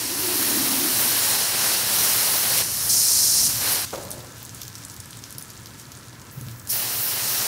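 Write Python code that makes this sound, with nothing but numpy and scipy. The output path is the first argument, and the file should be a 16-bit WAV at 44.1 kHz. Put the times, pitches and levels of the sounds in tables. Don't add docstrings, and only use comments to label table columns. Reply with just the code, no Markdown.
import sys
import numpy as np
from scipy import signal
from scipy.fft import rfft, irfft, next_fast_len
from scipy.io import wavfile
from scipy.ndimage import uniform_filter1d

SR = 44100
rng = np.random.default_rng(int(sys.argv[2]) if len(sys.argv) > 2 else 0)


def unload_audio(sound):
    columns = np.transpose(np.atleast_2d(sound))
    steps = np.round(np.clip(columns, -1, 1) * 32767)
    wavfile.write(sys.argv[1], SR, steps.astype(np.int16))


def makeup_ratio(level_db):
    decades = np.asarray(level_db, float) / 20
    return 10 ** decades


N = 329427


def clock():
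    return np.arange(N) / SR


def evened(x):
    return x / np.sqrt(np.mean(x ** 2) + 1e-20)


def add(mix, s, sound):
    part = mix[round(s * SR):][:len(sound)]
    part += sound[:len(part)]


def colour(x, points):
    hz, db = np.transpose(points)
    size = next_fast_len(len(x))
    f = np.fft.rfftfreq(size, 1 / SR)
    gain = makeup_ratio(np.interp(np.log(f + 1), np.log(hz + 1), db))
    return evened(irfft(rfft(x, size) * gain, size)[:len(x)])


def follow(rows, axis=1):
    rows = np.asarray(rows)
    return np.interp(clock(), rows[:, 0], rows[:, axis], left=-120, right=-120)


def resonate(x, hz, width_hz):
    turn = np.exp(2j * np.pi * np.cumsum(hz * np.ones(len(x))) / SR)
    r = np.exp(-np.pi * width_hz / SR)
    return 2 * (turn * signal.lfilter([1 - r], [1, -r], x / turn)).real


def drops(per_s, spread_db, patchy_db, gust_db):
    size = makeup_ratio(spread_db * np.minimum(rng.exponential(1, N), 3.1)) * (rng.random(N) < per_s / SR)
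    impacts = size * rng.choice([-1., 1.], N) + 0.51 * rng.standard_normal(N)
    hz, t, z = signal.stft(impacts, nperseg=256, noverlap=192)
    patches = rng.standard_normal((len(t), len(hz))).T
    patches = uniform_filter1d(patches, size=5, axis=0)
    patches = evened(uniform_filter1d(patches, size=30, axis=1))
    gusts = evened(uniform_filter1d(rng.standard_normal(len(t)), size=8))
    z = z * makeup_ratio(patchy_db * patches + gust_db * gusts)
    return signal.istft(z, nperseg=256, noverlap=192)[1][:N]


SHUT_S, OPEN_S, CLOSING_S = 3.85, 6.672, 0.0072


def flowing():
    closing = np.clip(1 - (clock() - SHUT_S) / CLOSING_S, 0, 1)
    return np.maximum(closing, clock() > OPEN_S)


# start in seconds, then the levels in dB of nozzle hiss, panel patter, mist
SETTINGS = [
    (0.0, -26.5, -31.5, -26.5, 2),
    (0.185, -27.5, -29.5, -24, 2),
    (2.615, -30, -37.5, -29.5, -4),
    (2.888, -21, -42.5, -29.5, 2),
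    (3.478, -26.5, -34.5, -24, -1),
    (3.6, -26.5, -29, -24, -3),
    (5.0, -52, -54, -46, 0),
    (6.682, -31, -33.5, -28, 7.5),
]
TURN_DB_PER_S = (1210, 410, 800, 100)


def setting_db(axis):
    rows, t = np.asarray(SETTINGS), clock()[::32]
    level = np.full(len(t), rows[0, axis + 1])
    for s, step in zip(rows[1:, 0], np.diff(rows[:, axis + 1])):
        level += np.sign(step) * np.clip((t - s) * TURN_DB_PER_S[axis], 0, abs(step))
    return np.interp(clock(), t, level)


# frequency in Hz, density in dB per Hz.
HISS_TONE = [(2600, -21), (3500, -16.5), (3750, -15), (4100, -6), (4700, -5), (5300, 1), (5800, 0.5),
             (6300, -1.5), (7700, -4.5), (8700, -2), (9600, -1), (10400, -6), (13500, -9), (16000, -18)]
# frequency in Hz, density in dB per Hz.
PANEL_TONE = [(90, -25), (150, -8.5), (500, -5), (950, -3), (1250, -4.5), (1800, -3), (2300, -5),
              (3000, -2.5), (3550, -5), (3900, -1.5), (4250, -0.5), (4700, -2.5), (5400, -9.5), (6800, -54)]
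# frequency in Hz, density in dB per Hz.
MIST_TONE = [(6500, -27), (8500, -1), (11000, 6.5), (13000, 3.5), (15000, 3), (16000, 0)]
# time in seconds, nearness in dB, mist blown to the microphone in dB.
SWEEPS = [
    [(0.0, -5, -2), (0.18, -5, 1), (0.42, -1, 1), (0.91, -1.5, 0), (0.97, 0, 1), (1.3, 2, -2.5),
     (1.53, -1, -3), (1.68, 2.5, -3), (1.85, -1.5, -1), (1.99, 2, 0), (2.48, 0, 0), (2.6, 2.5, -1.5),
     (2.68, -1, -1), (2.88, 1, 2), (3.47, 1, -4), (3.59, -3.5, -3.5), (3.72, 0, 1.5), (3.84, -6, -4)],
    [(6.71, 1, 3.5), (6.75, -2, 3.5), (6.875, -1, -2.5), (7.02, -3, 4), (7.237, 1, -3.5), (7.3, 1.5, -0.5),
     (7.47, 2.5, -4)],
]
PATTER_SHARE, FINEST_SHARE = 0.74, 0.4
JET_DIP_HZ, JET_DIP_WIDTH_HZ, JET_DIP = 8000, 640, 0.23
SHUT_DB = -39


def spray():
    hiss = colour(drops(20000, 3.9, patchy_db=0.66, gust_db=0.42), HISS_TONE) * makeup_ratio(2.06)
    patter = colour(drops(15000, 3.65, patchy_db=0.54, gust_db=0.58), PANEL_TONE) * makeup_ratio(1.0)
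    mist = colour(drops(20000, 3.6, patchy_db=1.2, gust_db=0.7), MIST_TONE) * makeup_ratio(1.0)
    finest = signal.sosfilt(signal.butter(2, 13500, "high", fs=SR, output="sos"), mist)
    solid = (clock() > SETTINGS[3][0]) & (clock() < SETTINGS[4][0])
    hiss = hiss - JET_DIP * solid * resonate(hiss, JET_DIP_HZ, JET_DIP_WIDTH_HZ)
    s, near, blown = np.concatenate(SWEEPS).T
    near, blown = np.interp(clock(), s, near), np.interp(clock(), s, blown)
    mist = mist + (makeup_ratio(setting_db(axis=3) + FINEST_SHARE * blown) - 1) * finest
    sound = hiss * makeup_ratio(setting_db(axis=0) + near)
    sound += patter * makeup_ratio(setting_db(axis=1) + PATTER_SHARE * near)
    sound += mist * makeup_ratio(setting_db(axis=2) + near + blown)
    return sound * makeup_ratio(SHUT_DB * (1 - flowing()))


# time in seconds, level in dB, favoured resonance in Hz.
HOLLOW = [
    (0.0, -48, 284),
    (0.05, -40.5, 307),
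    (0.2, -35, 323),
    (0.36, -32, 295),
    (0.52, -32.5, 296),
    (0.63, -29.5, 266),
    (0.74, -34, 265),
    (0.872, -31, 297),
    (0.97, -41.5, 276),
]
# frequency in Hz, width in Hz, level in dB.
WELL = [(184, 24, 4), (220, 37, -9), (258.4, 34, 1), (296, 46, -3.5), (332, 44, -2.5), (363, 20, 1)]
HOLLOW_END_S = 1.12


def hollow():
    rows = HOLLOW + [(HOLLOW_END_S, *HOLLOW[-1][1:])]
    aim_hz = np.clip(follow(rows, axis=2)[:2 * SR], 150, 450)
    boom = np.zeros(N)
    for air, (hz, width, db) in zip(rng.standard_normal((len(WELL), 2 * SR)), WELL):
        ring = evened(resonate(resonate(air, hz, width), hz, 3.0 * width))
        add(boom, 0, makeup_ratio(db - 7.0 * ((aim_hz - hz) / 66) ** 2) * ring)
    return boom * makeup_ratio(follow(rows) - 4.0)


# frequency in Hz, density in dB per Hz.
BAY_TONE = [(15, -63), (25, -25), (80, -7.5), (108, -2), (129, -4.5), (152, -9.5), (238, -10.5), (343, -15),
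            (412, -19), (456, -19), (757, -23), (947, -20.5), (1340, -24), (2090, -24.5), (3200, -32),
            (4160, -44), (7040, -120)]
# frequency in Hz, width in Hz, level in dB.
DUCTS = [(118, 5.4, -51.5), (1000, 91, -61), (1330, 130, -57), (1547, 2.3, -65), (1700, 76, -59.5)]
# time in seconds, swell in dB, spread in seconds.
PUSHES = [
    (2.75, 2.5, 0.24),
    (3.5, 7, 0.15),
    (4.12, 3.5, 0.15),
]
BAY_DB, FLOWING_DB, IDLE_DB = -46, 1.9, 0.6


def bay():
    wash = colour(drops(10000, 1.0, patchy_db=0.6, gust_db=0), BAY_TONE)
    deep = signal.sosfilt(signal.butter(2, 420, fs=SR, output="sos"), wash)
    pushes_db = sum(db * np.exp(-((clock() - s) / spread) ** 2) for s, db, spread in PUSHES)
    swell = makeup_ratio(IDLE_DB + (FLOWING_DB - IDLE_DB) * (clock() < SHUT_S) + pushes_db)
    air = rng.standard_normal((len(DUCTS), N))
    tones = sum(makeup_ratio(db) * evened(resonate(row, hz, width)) for row, (hz, width, db) in zip(air, DUCTS))
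    return makeup_ratio(BAY_DB + 0.4) * (wash + (swell - 1) * deep) + tones


# frequency in Hz, density in dB per Hz.
TRICKLE_TONE = [(1180, -10.5), (2000, -6), (3500, -1.5), (6030, 1), (9450, -2.5), (15200, -7)]
RUN_OFF_DB, GUSH_DB, GUSH_S, DRYING_DB_PER_S = -43.5, -37.5, 0.29, 2.24
ARRIVE_S, ARRIVING_S, EARLY_SHARE = 0.45, 0.12, 0.8


def trickle():
    ebb = uniform_filter1d(rng.standard_normal(N), size=1500)
    ebb = makeup_ratio(1.3 * evened(uniform_filter1d(ebb, size=1500)))
    out, t = 0.71 * ebb * rng.standard_normal(N), np.arange(64) / SR
    size = makeup_ratio(4.7 * np.minimum(rng.exponential(1, N), 3) + 1.5) * (rng.random(N) < 380 / SR)
    kind = rng.integers(0, 10, N)
    for k, hz in enumerate(np.geomspace(3500, 14500, num=10)):
        ring = np.sin(2 * np.pi * hz * t) * np.exp(-t * 5000)
        out = out + signal.oaconvolve(size * (kind == k), ring)[:N]
    since = np.maximum(clock() - SHUT_S, 0)
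    arrived = EARLY_SHARE + (1 - EARLY_SHARE) * np.clip((since - ARRIVE_S) / ARRIVING_S, 0, 1)
    gush = makeup_ratio(GUSH_DB) * np.exp(-since / GUSH_S)
    run_off = arrived * makeup_ratio(RUN_OFF_DB - DRYING_DB_PER_S * since)
    return colour(out, TRICKLE_TONE) * np.hypot(gush, run_off) * (since > 0)


# frequency in Hz, density in dB per Hz.
SLUMP_TONE = [(170, -24), (280, -8), (400, -6), (550, -0.5), (750, -8), (1100, -12.5), (1500, -18.5),
              (2300, -25), (3300, -32)]
SLUMP_S, SLUMP_RISE_S = 3.924, 0.012
SLUMP_DB, SLUMP_FADE_DB_PER_S = -32.5, 48


def slump():
    t = np.maximum(clock() - SLUMP_S, 0)
    level = makeup_ratio(SLUMP_DB - SLUMP_FADE_DB_PER_S * t) * np.minimum(t / SLUMP_RISE_S, 1) ** 2
    return colour(drops(8000, 2.6, patchy_db=-1.0, gust_db=1.5), SLUMP_TONE) * level


SLAP_S, SLAP_DB, SLAP_HZ, SLAP_WIDTH_HZ = 0.009, -30.5, 596, 1100


def slap():
    out, t = np.zeros(N), np.arange(4000) / SR
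    thud = resonate(rng.standard_normal(len(t)), SLAP_HZ, SLAP_WIDTH_HZ)
    thud = evened(resonate(thud, SLAP_HZ, SLAP_WIDTH_HZ))
    add(out, SLUMP_S + 0.00301, makeup_ratio(SLAP_DB) * thud * (t / SLAP_S) * np.exp(1 - t / SLAP_S))
    return out


def drip(hz, width_hz, chance):
    noise, draw = chance
    t = np.arange(len(noise)) / SR
    ring = np.sin(2 * np.pi * hz * t * (1 + 60 * t))
    ring = ring * np.exp(-t * width_hz * 2.4) * (1 - np.exp(-t / 0.00006))
    tick = noise * np.exp(-t / 0.00024)
    late = np.maximum(t - 0.0017 * makeup_ratio(2.63 * draw[0]), 0)
    bubble_hz = 5600 * makeup_ratio(1.4 * draw[1])
    bubble = np.sin(2 * np.pi * bubble_hz * late * (1 + 120 * late)) * np.exp(-late / 0.00051)
    thrown = np.convolve((draw > 2.6) * noise * np.exp(-t / 0.035), tick[:30])[:len(t)]
    sound = ring + 0.35 * tick + 0.2 * bubble + 0.1 * thrown + 0.03 * noise * np.exp(-t / 0.003)
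    sound = signal.sosfilt(signal.butter(4, min(0.49 * hz, 4000), "high", fs=SR, output="sos"), sound)
    return sound / abs(sound[:40]).max()


SMALL_DB, SMALL_SPREAD_DB, SMALL_LOW_HZ, SMALL_HIGH_HZ, SMALL_WIDTH_HZ = -30, 3, 4200, 12000, 1700


def small_drips(count):
    when, size, pitch = rng.random((count, 3)).T
    s = SHUT_S + (OPEN_S - SHUT_S) * ((np.arange(count) + when) / count) ** 1.4
    db = SMALL_DB + SMALL_SPREAD_DB * (2 * size - 1)
    hz = SMALL_LOW_HZ * (SMALL_HIGH_HZ / SMALL_LOW_HZ) ** pitch
    return [(*row, SMALL_WIDTH_HZ) for row in zip(s, db, hz)]


# start in seconds, peak in dB, centre in Hz.
TICKS = [(4.0345, -23, 9500), (4.0517, -21, 12600), (4.106, -15, 11600), (4.1149, -14, 8200),
         (4.4293, -19, 12200), (4.4564, -22, 10200), (4.5475, -18, 9200), (4.6162, -18, 11700),
         (4.743, -26, 8100), (4.7813, -25, 8000), (4.8843, -25, 9300), (4.9175, -25, 9500),
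         (4.9423, -23, 13300), (5.0024, -18, 8900), (5.0582, -26, 8000), (5.108, -22, 8300),
         (5.1709, -24, 8000), (5.3067, -21, 10600), (5.3258, -21, 9600), (5.383, -14, 10400),
         (5.411, -26, 14360), (5.4246, -17.5, 9100), (5.5004, -26, 10900), (5.9732, -25, 8750),
         (6.0839, -26, 9300), (6.4117, -20, 10800), (6.513, -28, 9000), (6.5878, -30, 13100),
         (6.5975, -23, 8400), (6.652, -28, 8040)]
# start in seconds, peak in dB, centre in Hz.
PLOPS = [(3.9485, -21, 6200), (3.9574, -21, 6000), (3.9596, -21, 4100), (4.1918, -25, 7600),
         (4.451, -20, 7640), (4.4937, -22, 5900), (4.618, -15.5, 5790), (4.633, -19, 5000),
         (4.6521, -22, 5300), (4.6799, -18.5, 5800), (4.754, -17, 5560), (4.8382, -24, 6400),
         (4.8505, -16, 7120), (4.899, -18, 7600), (4.9652, -22, 7100), (5.0049, -27, 6420),
         (5.1305, -24, 3800), (5.1908, -23, 6900), (5.239, -19.5, 5900), (5.3965, -31, 5900),
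         (5.504, -22, 4840), (5.5758, -26, 7400), (5.6588, -20, 5600), (5.6704, -25, 4000),
         (5.7977, -23, 6700), (5.9188, -19, 6440), (6.217, -26, 6400), (6.4667, -27, 6700),
         (6.4852, -22, 4200), (6.6735, -19, 7050)]
TICK_WIDTH_HZ, PLOP_WIDTH_HZ = 2100, 2400


def drips():
    rows = [(*row, TICK_WIDTH_HZ) for row in TICKS]
    rows += [(*row, PLOP_WIDTH_HZ) for row in PLOPS]
    rows += small_drips(count=30)
    out, chance = np.zeros(N), rng.standard_normal((len(rows), 2, 1600))
    for (s, db, hz, width_hz), row in zip(rows, chance):
        add(out, s, makeup_ratio(db) * drip(hz, width_hz, row))
    t = np.arange(3000) / SR
    echo = rng.standard_normal(len(t)) * makeup_ratio(-60 * t / 0.15) * (t > 0.0015)
    return makeup_ratio(-0.3) * out + makeup_ratio(-6.5) * signal.oaconvolve(out, echo / np.linalg.norm(echo))[:N]


# frequency in Hz, density in dB per Hz.
LEAK_TONE = [(8000, -30), (11000, -8), (14000, -5), (16000, -2)]
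LEAK_S, LEAK_RISE_S = 6.305, 0.02
LEAK_HOLD_DB, LEAK_PUFF_DB, LEAK_PUFF_S = -48, 8, 0.1


def leak():
    t = np.maximum(clock() - LEAK_S, 0)
    level = makeup_ratio(LEAK_HOLD_DB + LEAK_PUFF_DB * np.exp(-t / LEAK_PUFF_S)) * np.minimum(t / LEAK_RISE_S, 1)
    return colour(rng.standard_normal(N), LEAK_TONE) * level


# start in seconds, peak in dB, frequency in Hz, 60 dB decay time in seconds.
KNOCKS = [
    (6.373, -20.5, 130, 0.11),
    (6.407, -24, 123, 0.21),
    (6.461, -26, 118, 0.3),
]


def knocks():
    out, t = np.zeros(N), np.arange(SR // 2) / SR
    puffs = rng.standard_normal((len(KNOCKS), len(t)))
    for (s, db, hz, t60), puff in zip(KNOCKS, puffs):
        dull = evened(resonate(resonate(puff, 180, 140), 180, 200)) * np.exp(-t / 0.058)
        level = makeup_ratio(db - 60 * t / t60) * (1 - np.exp(-t / 0.0059))
        add(out, s, level * (np.sin(2 * np.pi * hz * t) + 0.21 * dull))
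    return out


# delay in seconds, level in dB.
NEAR = [(.0031, -44), (.0073, -32), (.0118, -26.5), (.019, -30.5), (.027, -21)]


def mirrored(x):
    out = x.copy()
    for k, (s, db) in enumerate(NEAR):
        add(out, s, (-1) ** k * makeup_ratio(db) * x)
    return out


def scene():
    mono = mirrored(spray() + slump()) + hollow() + bay() + trickle() + slap() + drips() + leak() + knocks()
    return np.array([mono, mono])


def low_pass(x):
    return signal.sosfilt(signal.butter(12, 17060, fs=SR, output="sos"), x)


def record(dry):
    thin = signal.sosfilt(signal.butter(3, 42, "high", fs=SR, output="sos"), dry)
    steep = signal.firwin(1601, 15750, window=("kaiser", 9), fs=SR)
    limited = signal.oaconvolve(thin, steep[None], "same")
    return low_pass(limited)


dry = scene()
out = record(dry)
unload_audio(out)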